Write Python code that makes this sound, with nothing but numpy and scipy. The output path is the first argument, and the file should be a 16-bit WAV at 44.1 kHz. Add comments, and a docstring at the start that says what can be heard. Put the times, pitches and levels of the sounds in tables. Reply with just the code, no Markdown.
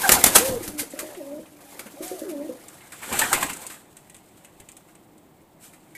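"""Pigeons in a wooden loft

One bird lands with loud wing claps, a cock coos three rolling phrases, and a second bird flies past.
Between the flights feathers rustle, claws tick on the perches, and a dull knock and a faint distant
coo are heard over an outdoor wash. Wings, feet and air are noise shaped by envelopes and spectra;
coos are gliding partials and ringing throat pulses; feather flutter is a wavering tone.
Wooden walls add a short reverberation."""
import sys
import numpy as np
from scipy import signal
from scipy.fft import rfft, irfft
from scipy.io import wavfile
from scipy.ndimage import uniform_filter1d

SR = 44100
rng = np.random.default_rng(int(sys.argv[2]) if len(sys.argv) > 2 else 0)


def to_wav(sig):
    """Store sig (one row per channel, or 1-D mono) as 16-bit WAV at the path in sys.argv[1].

    Samples outside -1..1 are clipped; the rate is SR.
    """
    pcm = np.clip(np.atleast_2d(sig), -1, 1) * 32767
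    pcm = np.round(pcm).astype(np.int16)
    wavfile.write(sys.argv[1], SR, pcm.T)  # frames by channels


N = 263277
TIME = np.arange(N) / SR  # s

# Stirring of the perched flock, as a curve: time_s, rustle_db (before the offset of each sound)
STIR = [(.75, -51.5), (1.06, -46.5), (1.25, -55), (1.55, -59.5), (1.73, -50), (1.92, -53), (2.15, -51.5),
        (2.42, -53.5), (2.9, -53.5), (3.73, -49.5), (3.82, -62.5), (4.7, -64), (5.1, -70.5), (5.55, -73),
        (5.8, -65)]
# Bright noise spectrum of sliding feathers and of the small tick: frequency_hz, relative_density_db
HISS = [(1500, -22), (3000, -6.5), (4300, -5), (5600, -6), (6800, -3), (8200, -1.5), (10000, -2),
        (12500, -2), (15000, -9.5)]
# The landing and the fly-past: full_effort_from_s, until_s, feather_hiss_db, air_swish_db, draught_db
FLIGHTS = [(0.025, 0.439, -29, -28, -40.5), (3.13, 3.415, -34, -30, -37.5)]
# Wingbeats in flight: start_s, clap_db, rise_s, decay_s, body_db (against the clap), following_sweep_db
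WINGBEATS = [(0.0916, -7, 0.00054, 0.0057, -4.5, -21.5), (.118, -6.5, 0.00092, 0.0096, -9.5, -19.5),
             (0.2394, 0, 0.00094, 0.0039, -9.5, -14.5), (0.343, -4, 0.017, 0.0085, -8, -18),
             (3.124, -26, 0.0035, 0.012, -2, -39), (3.187, -14.5, 0.0055, 0.0095, -10.5, -42),
             (3.215, -23, 0.00075, 0.0065, 2, -31), (3.328, -12.5, 0.0019, 0.01, -3.5, -34),
             (3.426, -20, 0.0039, 0.0062, 1, -49)]
# Flicks and shuffles of perched birds, and one dull knock at 1.603 s:
# start_s, treble_db, rise_s, decay_s, body_db (against the treble)
SHUFFLES_AND_KNOCK = [(.612, -35.5, .022, 0.058, -8), (0.676, -30.5, .003, 0.0087, -7.5),
                      (0.772, -23, 0.025, 0.02, -11.5), (0.988, -27.5, .0029, 0.018, -5),
                      (1.603, -61, 0.0017, 0.014, 11.5), (1.791, -33.5, 0.003, 0.013, -0.5),
                      (1.85, -47, 0.018, 0.011, 4.5), (2.008, -37, 0.023, 0.1, -9),
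                      (2.185, -41.5, 0.0087, 0.01, -29), (2.275, -40.5, 0.022, 0.02, -5),
                      (2.917, -41, 0.0049, 0.025, -1.5), (3.009, -39, .024, 0.02, 3.5),
                      (3.478, -32.5, 0.023, .013, -0.5), (3.614, -38.5, 0.0033, 0.016, -5),
                      (3.695, -39.5, 0.0078, 0.041, -5.5), (4.36, -54, 0.017, 0.014, -7),
                      (4.875, -57.5, 0.013, 0.023, -3), (5.58, -45.5, 0.065, 0.04, -9.5),
                      (5.725, -52.5, 0.012, 0.014, -4.5)]


def amp(db):
    """Logarithmic level: decibels become an amplitude ratio."""
    return 10 ** (np.asarray(db) / 20)


def unit(x):
    """Power normalisation: scales a signal to rms 1."""
    return x / np.sqrt(np.mean(x ** 2) + 1e-20)


def read(points, hz):
    """Interpolation of a spectrum along a logarithmic frequency axis."""
    point_hz, value = np.transpose(points)
    return np.interp(np.log(hz + 1), np.log(point_hz + 1), value)


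def add(mix, s, sound):
    """Superposition: adds a sound to the mix in place, from time s."""
    part = mix[max(round(s * SR), 0):][:len(sound)]
    part += sound[:len(part)]


def colour(x, spectrum, size=4096):
    """Minimum-phase filtering: the log gain fixes the phase of a causal filter of unit energy."""
    hz = abs(np.fft.fftfreq(size, 1 / SR))
    log_gain = np.log(amp(read(spectrum, hz)))
    response = np.exp(np.conj(signal.hilbert(log_gain)))
    taps_in_time = np.fft.ifft(response).real[:size // 2]
    return signal.oaconvolve(x, taps_in_time / np.linalg.norm(taps_in_time))[:len(x)]


def wander(rate_hz):
    """Low-pass random process of rms 1: a Gaussian roll-off leaves little motion above the rate."""
    hz = np.fft.rfftfreq(N, 1 / SR)
    spectrum = rfft(rng.standard_normal(N)) * np.exp(-(hz / rate_hz) ** 2)
    return unit(irfft(spectrum, N))


def grainy(clump_db, clump_hz):
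    """Random amplitude modulation: noise comes in clumps, as barbs slip over each other."""
    clumps = amp(clump_db * np.tanh(wander(clump_hz) / 2) * 2)
    return unit(rng.standard_normal(N) * clumps)


def shifting(x, depth_db, size=512):
    """Time-varying resonance: bands come and go as the gaps between feathers open and close."""
    z = signal.stft(x, SR, nperseg=size, noverlap=size - size // 4)[2]
    patches = rng.standard_normal(z.shape)
    for _ in range(2):  # smooth over frequency, then over time
        patches = uniform_filter1d(patches, size=3, axis=0)
        patches = uniform_filter1d(patches, size=7, axis=1)
    gain = unit(amp(depth_db * 2 * np.tanh(unit(patches) / 2)))
    return signal.istft(z * gain, SR, nperseg=size, noverlap=size - size // 4)[1][:N]


def burst(rise, decay):
    """Transient envelope: a quadratic swell to 1, then exponential decay (times in s)."""
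    t = np.arange(SR // 4) / SR
    swell = np.minimum(t / max(rise, 1e-4), 1) ** 2
    return swell * np.exp(-np.maximum(t - rise, 0) / max(decay, 1e-4))


def ambient(level_db=-54):
    """Stationary coloured noise: a steady dull wash from outside."""
    # Outdoor wash: frequency_hz, relative_density_db
    wash_spectrum = [(12, -35.5), (20, -5), (43, -13.5), (172, 0.5), (246, -3), (315, 1.5), (426, -7),
                     (781, -7), (1470, -21), (2290, -22.5), (5840, -32.5), (7910, -31), (13300, -31.5),
                     (14500, -21)]
    return amp(level_db) * colour(rng.standard_normal(N), wash_spectrum)


def flight(start, end, approach_db_per_s=122.5, settle_db_per_s=84):
    """Exponential growth and decay: the effort of a flight swells, holds and settles."""
    before_s, after_s = np.maximum(start - TIME, 0), np.maximum(TIME - end, 0)
    return amp(-approach_db_per_s * before_s - settle_db_per_s * after_s)


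def airflow(start, end, surge_db=4.0, lag_s=0.022, width_s=0.035):
    """Power law of moving air: it grows faster with effort than feather hiss and surges after each beat."""
    power = 1.15
    surge = np.max([np.exp(-((TIME - s - lag_s) / width_s) ** 2) for s, *_ in WINGBEATS], axis=0)
    return flight(start, end) ** power * amp(surge_db * (surge - 1))


def rustle(stir_hiss_db=0.5, stir_swish_db=0.0):
    """Friction and flow noise: feathers slide and comb the air, softly perched and loudly in flight."""
    # Air combed by feathers: frequency_hz, relative_density_db
    swish_spectrum = [(150, -16), (350, 3), (800, 2), (1300, -3.5), (2200, -4.5), (3300, -13),
                      (6000, -24.5)]
    stir_db = np.interp(TIME, *np.transpose(STIR))
    hiss, swish = amp(stir_db + stir_hiss_db), amp(stir_db + stir_swish_db)
    for start, end, hiss_db, swish_db, _ in FLIGHTS:  # levels add in power
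        hiss = np.hypot(hiss, amp(hiss_db) * flight(start, end))
        swish = np.hypot(swish, amp(swish_db) * airflow(start, end))
    fidget = amp(1.7 * wander(45))
    barbs = colour(grainy(clump_db=1.5, clump_hz=400) * fidget * hiss, HISS)
    air = shifting(grainy(clump_db=2, clump_hz=120), depth_db=4.5)
    return barbs + colour(air * swish, swish_spectrum)


def draught(lumpy_db=6.0):
    """Low-frequency turbulence: lumpy air under a flying bird; claps, shuffles and the knock add gusts."""
    # Pushed air: frequency_hz, relative_density_db
    push_spectrum = [(15, -4.5), (30, -14.5), (70, -2), (130, -2), (260, 3.5), (450, -5.5), (900, -27),
                     (2000, -45)]
    gust_db = -28  # against the treble of its event
    gust_rise_s, gust_decay_s = 0.02, 0.026
    level = sum(amp(db) * airflow(start, end) for start, end, _, _, db in FLIGHTS)
    for s, db, rise, *_ in WINGBEATS + SHUFFLES_AND_KNOCK:
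        add(level, s + rise, amp(db + gust_db) * burst(gust_rise_s, gust_decay_s))
    return colour(level * grainy(lumpy_db, clump_hz=25), push_spectrum)


def flutters(jitter=0.04):
    """Aeroelastic flutter: a feather vane buzzes at an unsteady pitch at the fastest part of a stroke."""
    # Buzzes: start_s, length_s, start_pitch_hz, end_pitch_hz, level_db, octave_db (against the level)
    buzzes = [(0.028, 0.043, 807, 740, -25, 4), (.045, 0.044, 805, 724, -20.5, -18),
              (0.165, 0.03, 787, 657, -24, -5.5), (0.357, .02, 1273, 1310, -18, -27),
              (3.131, 0.028, 890, 754, -29, -7.5), (3.208, 0.0336, 820, 947, -24, 2.5),
              (3.31, 0.028, 783, 855, -26.5, -5), (3.424, 0.01, 1070, 1010, -20, -13)]
    out, waver = np.zeros(N), 1 + jitter * wander(330)
    for s, length, start_hz, end_hz, db, octave_db in buzzes:
        n = round(length * SR)
        hz = np.linspace(start_hz, end_hz, n) * waver[round(s * SR):][:n]
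        phase = 2 * np.pi * np.cumsum(hz) / SR
        tone = np.sin(phase) + amp(octave_db) * np.sin(2 * phase)
        add(out, s, np.sqrt(2) * amp(db) * np.hanning(n) * tone)
    return out


def strokes_and_knock():
    """Impulsive radiation: wings clap or brush, a bright crack on a body of air; one knock is mostly body."""
    # Crack of feathers: frequency_hz, relative_density_db
    crack_spectrum = [(1500, -20.5), (3000, -8.5), (4200, -7), (5600, -7.5), (7500, -3), (10500, -2),
                      (13000, -3.5), (15000, -14)]
    # Displaced air: frequency_hz, relative_density_db
    body_spectrum = [(60, -8.5), (200, -6), (550, -2), (1000, -3), (1600, -0.5), (2400, -2.5), (4000, -21),
                     (8000, -45)]
    sweep_rise_s, sweep_decay_s = 0.026, 0.018
    sweep_body_db = 1.5  # a sweep has this much more body than its clap
    claps = [beat[:-1] for beat in WINGBEATS]
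    # after the clap the wings peel apart
    sweeps = [(s + rise, sweep_db, sweep_rise_s, sweep_decay_s, body_db + sweep_body_db)
              for s, _, rise, _, body_db, sweep_db in WINGBEATS]
    crack, body = np.zeros(N), np.zeros(N)
    for s, db, rise, decay, body_db in claps + sweeps + SHUFFLES_AND_KNOCK:
        add(crack, s, amp(db) * burst(rise, decay))
        add(body, s, amp(db + body_db) * burst(rise, decay))
    air = shifting(grainy(clump_db=2, clump_hz=500), depth_db=4)
    feathers = colour(crack * grainy(clump_db=2.0, clump_hz=918), crack_spectrum)
    return feathers + colour(body * air, body_spectrum)


def arch(start, length, turn, start_hz, turn_hz, end_hz, bend):
    """Power-law glide: sample numbers and pitch of a note that reaches a turning point and leaves it."""
    at = np.arange(round(start * SR), round((start + length) * SR))
    progress = np.linspace(0, 1, len(at))
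    away = np.interp(progress, [0, np.clip(turn, .05, .95), 1], [-1, 0, 1])  # 0 at the turn
    outer_hz = np.where(away < 0, start_hz, end_hz)
    return at, turn_hz + (outer_hz - turn_hz) * abs(away) ** bend


def coos(third_db=-27, husk_db=-16, fade=0.16):
    """Resonant filtering of song: near-pure closed-beak notes; the crop favours the octave of low ones."""
    # High notes that open a phrase and arch:
    # start_s, length_s, turn_share_of_length, start_pitch_hz, turn_pitch_hz, end_pitch_hz, start_level_db
    hoots = [(.39, 0.2, 0.44, 419.8, 537, 428, -27), (0.953, .208, 0.437, 574, 622.6, 553, -45),
             (1.959, .265, .5, 489, 739, 546, -42)]
    # Low moans that sag: three close a phrase, the faint one at 1.498 s is a distant coo:
    # start_s, length_s, turn_share_of_length, start_pitch_hz, turn_pitch_hz, end_pitch_hz,
    # level_db (before the crop), octave_db (against the level)
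    moans = [(0.654, 0.18, 0.38, 321.5, 302.2, 282, -37, -14),
             (1.157, 0.25, 0.33, 443, 273.7, 322.6, -37.5, 1),
             (1.498, 0.31, 0.59, 304.4, 284.6, 298, -53, -10.5), (2.237, .242, .56, 469, 281, 338, -32, -4)]
    # Swollen crop that shapes a moan: frequency_hz, gain_db
    crop = [(255, -28), (282, -4.5), (303, -2), (350, -0.5), (460, -6.5), (535, -13.5), (575, 4.5),
            (615, -4), (680, -19), (900, -27)]
    # Turbulence in the throat: frequency_hz, relative_density_db
    husk_spectrum = [(100, -25), (230, 5.5), (450, -4), (750, -9), (1100, -11.5), (2500, -47)]
    hoot_octave_db = -22  # against the fundamental
    hoot_db_per_octave = -9.5  # the note thins as it climbs
    moan_swell_db = 1.5  # growth from start to end
    bend = 1.9  # power of the arch and of the sag
    out = np.zeros(N)
    waver, tremble = 1 + 0.008 * wander(60), amp(1.1 * wander(70))  # of pitch, of level
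    husk = amp(husk_db) * colour(rng.standard_normal(N), husk_spectrum)

    def sing(at, hz, first_db, octave_db):
        """Harmonic synthesis: three partials and a little husk, faded in and out."""
        phase = 2 * np.pi * np.cumsum(hz * waver[at]) / SR
        partials = enumerate([first_db, octave_db, octave_db + third_db], 1)
        tone = np.sqrt(2) * sum(amp(db) * np.sin(k * phase) for k, db in partials)
        effort = np.hypot(amp(first_db), amp(octave_db))
        return (tone * tremble[at] + effort * husk[at]) * signal.windows.tukey(len(at), fade)

    for *glide, db in hoots:
        at, hz = arch(*glide, bend)
        level = db + hoot_db_per_octave * np.log2(hz / hz[0])
        out[at] += sing(at, hz, level, level + hoot_octave_db)
    for *glide, db, octave_db in moans:
        at, hz = arch(*glide, bend)
        level = db + moan_swell_db * np.linspace(-.5, .5, len(at))
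        out[at] += sing(at, hz, level + read(crop, hz), level + octave_db + read(crop, 2 * hz))
    return out


def thumps():
    """Impact excitation: the board under a landing bird gives a dull, low knock."""
    # Feet coming down: start_s, level_db, decay_s
    landings = [(.48, -27, 0.055), (0.675, -38, 0.031), (4.598, -46, 0.018)]
    # Struck board: frequency_hz, relative_density_db
    board_spectrum = [(30, -5), (70, -3.5), (105, 4), (140, -6.5), (200, 0), (300, -5), (450, -4),
                      (900, -14), (2000, -30), (5000, -76)]
    push = np.zeros(N)
    for s, db, decay in landings:
        add(push, s, amp(db) * burst(0.0068, decay))
    return colour(push * rng.standard_normal(N), board_spectrum)


def rolls():
    """Pulse excitation: slow pulses of the syrinx, each weaker, ring the two resonances of the crop."""
    # Short rolls that break into the coo and close it: start_s, peak_db (lower resonance, first pulse),
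    # pulse_count, lower_resonance_hz, upper_resonance_hz, upper_db (against the lower)
    throat_rolls = [(0.606, -29, 1, 332, 430, -18), (.826, -41, 1, 288, 461, 6),
                    (.934, -31.5, 1, 292, 564, -0.5), (1.027, -31.5, 2, 331, 600, 1),
                    (1.392, -36, 1, 260, 500, -1), (1.858, -38.5, 1, 211, 573, -2),
                    (1.938, -38.5, 1, 298, 615, -8), (2.004, -28, 3, 335, 570, -6.5),
                    (2.111, -27, 3, 362, 530, -3), (2.216, -26.5, 2, 316, 572, -2),
                    (2.491, -32, 3, 278, 514, 6)]
    pulse_s, gap_s = 0.0056, 0.016  # swelling time, spacing of pulses
    fade_db = -4.5  # each pulse against the one before
    out, t = np.zeros(N), np.arange(SR // 12) / SR
    swell = (t / pulse_s * np.exp(1 - t / pulse_s)) ** 1.6
    for s, db, pulses, low_hz, high_hz, upper_db in throat_rolls:
        lower = np.sin(2 * np.pi * low_hz * t)
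        upper = amp(upper_db) * np.sin(2 * np.pi * high_hz * t)
        for k in range(round(pulses)):
            add(out, s + k * gap_s, amp(db + k * fade_db) * swell * (lower + upper))
    return out


def taps(tick_db=-3, knock_db=-4, tick_decay=0.0069, knock_decay=0.014):
    """Friction and impact: a claw scratches a short tick out of the perch, and the wood answers dully."""
    # Clearest claw steps: start_s, level_db (before tick_db or knock_db), wood_db (against the level)
    steps = [(0.9032, -34.5, -24), (1.1463, -39.5, 0), (1.457, -50, 2), (2.0785, -34, -12),
             (2.6813, -36, -12), (2.805, -51.5, 6), (3.5309, -25, -16), (3.5653, -33.5, -19),
             (3.6652, -25.5, -21), (3.9666, -37.5, -9.5), (4.0964, -41, -7.5), (4.144, -37.5, -8),
             (4.1644, -42, -19), (4.446, -37.5, -8), (4.5988, -38, -8.5), (4.6864, -37.5, -8),
             (4.716, -40.5, -19), (4.7658, -37.5, -12), (4.9494, -47.5, -4), (5.1778, -50, -15.5)]
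    # Scratching claw: frequency_hz, relative_density_db
    claw_spectrum = [(1500, -24), (4000, -13), (5700, -14), (7200, -1), (8300, 3), (10000, -5.5),
                     (14000, -13.5)]
    # Answering wood: frequency_hz, relative_density_db
    wood_spectrum = [(150, 1.5), (400, -3.5), (1200, -2.5), (2000, 4.5), (2900, 3.5), (4000, -3.5),
                     (6000, -42.5)]
    # further steps at random moments, their level set against the stirring of the flock
    faint_steps, faint_db, faint_spread_db, faint_wood_db = 22, 4, 3.5, -7
    chance = rng.uniform([0, -1], [N / SR, 1], (faint_steps, 2))
    faint = [(s, np.interp(s, *np.transpose(STIR)) + faint_db + faint_spread_db * size, faint_wood_db)
             for s, size in chance]
    tick, knock = np.zeros(N), np.zeros(N)
    for s, db, wood_db in steps + faint:
        add(tick, s, amp(db + tick_db) * burst(0.0017, tick_decay))
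        add(knock, s, amp(db + wood_db + knock_db) * burst(0.00094, knock_decay))
    scratch = colour(tick * grainy(clump_db=5.5, clump_hz=1200), claw_spectrum)
    return scratch + colour(knock * rng.standard_normal(N), wood_spectrum)


def ping(start_s=5.949, tick_db=-43.0):
    """Modal ringing: something small and hard is touched, a tick and then a brief bright ring."""
    # Modes of the ring: frequency_hz, level_db, decay_s
    modes = [(1600, -49, 0.012), (1955, -42, 0.018), (2240, -38.5, 0.02)]
    out, t = np.zeros(N), np.arange(SR // 4) / SR
    add(out, start_s, amp(tick_db) * burst(0.002, 0.02))
    out = colour(out * rng.standard_normal(N), HISS)
    for hz, db, decay in modes:
        add(out, start_s, amp(db) * burst(0.0029, decay) * np.sin(2 * np.pi * hz * t))
    return out


def off_axis(x):
    """Directivity: the microphone's body notches and peaks the treble of birds low down and to the side."""
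    # Response to the side: frequency_hz, relative_gain_db
    side_response = [(100, -1), (200, 0), (520, -4), (1000, 1), (2300, 2.5), (3600, 2.5), (4700, -1),
                     (5650, -1.5), (6500, -0.5), (8000, 5.5), (10000, -2), (15000, 0)]
    # Portion of the wing sound that arrives from there: time_s, share
    side_share = [(2.6, 0), (2.95, 1)]
    share = np.clip(np.interp(TIME, *np.transpose(side_share)), 0, 1)
    return x * (1 - share) + colour(x * share, side_response)


def loft(x):
    """Reverberation: close wooden walls return dense reflections, each band dying at its own speed."""
    # Reverberation time, the fall by 60 dB: frequency_hz, t60_s
    decay_times = [(100, 0.45), (400, 0.38), (1500, 0.19), (8000, 0.14), (15000, 0.041)]
    scatter = rng.standard_normal(SR // 2) * (rng.random(SR // 2) < 4000 / SR)  # 4000 echoes a second
    hz, t, z = signal.stft(scatter, SR, nperseg=256)
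    decay = amp(-60 * t / read(decay_times, hz)[:, None])
    tail = signal.istft(z * decay, SR, nperseg=256)[1]
    tail = np.concatenate([np.zeros(round(0.003 * SR)), tail])  # path to the walls
    return signal.oaconvolve(x, tail / np.linalg.norm(tail))[:N]


def scene(wing_room_db=-11.5, voice_room_db=-12):
    """Superposition: birds and loft reach one microphone, alike in both channels."""
    wings = off_axis(strokes_and_knock() + rustle() + draught()) + flutters()
    feet = taps() + thumps() + ping()
    voice = coos() + rolls()
    room = loft(amp(wing_room_db) * (wings + feet) + amp(voice_room_db) * voice)
    return np.array([wings + feet + voice + room + ambient()] * 2)


def record(dry, edge_hz=14850):
    """Overload and band limiting: the loudest claps clip the input, then a low-pass cuts the top."""
    clipped = np.clip(dry, -1, 1)
    low_pass = signal.firwin(401, edge_hz, window=("kaiser", 8), fs=SR)
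    return signal.oaconvolve(clipped, low_pass[None], "same")


dry = scene()
out = record(dry)
to_wav(out)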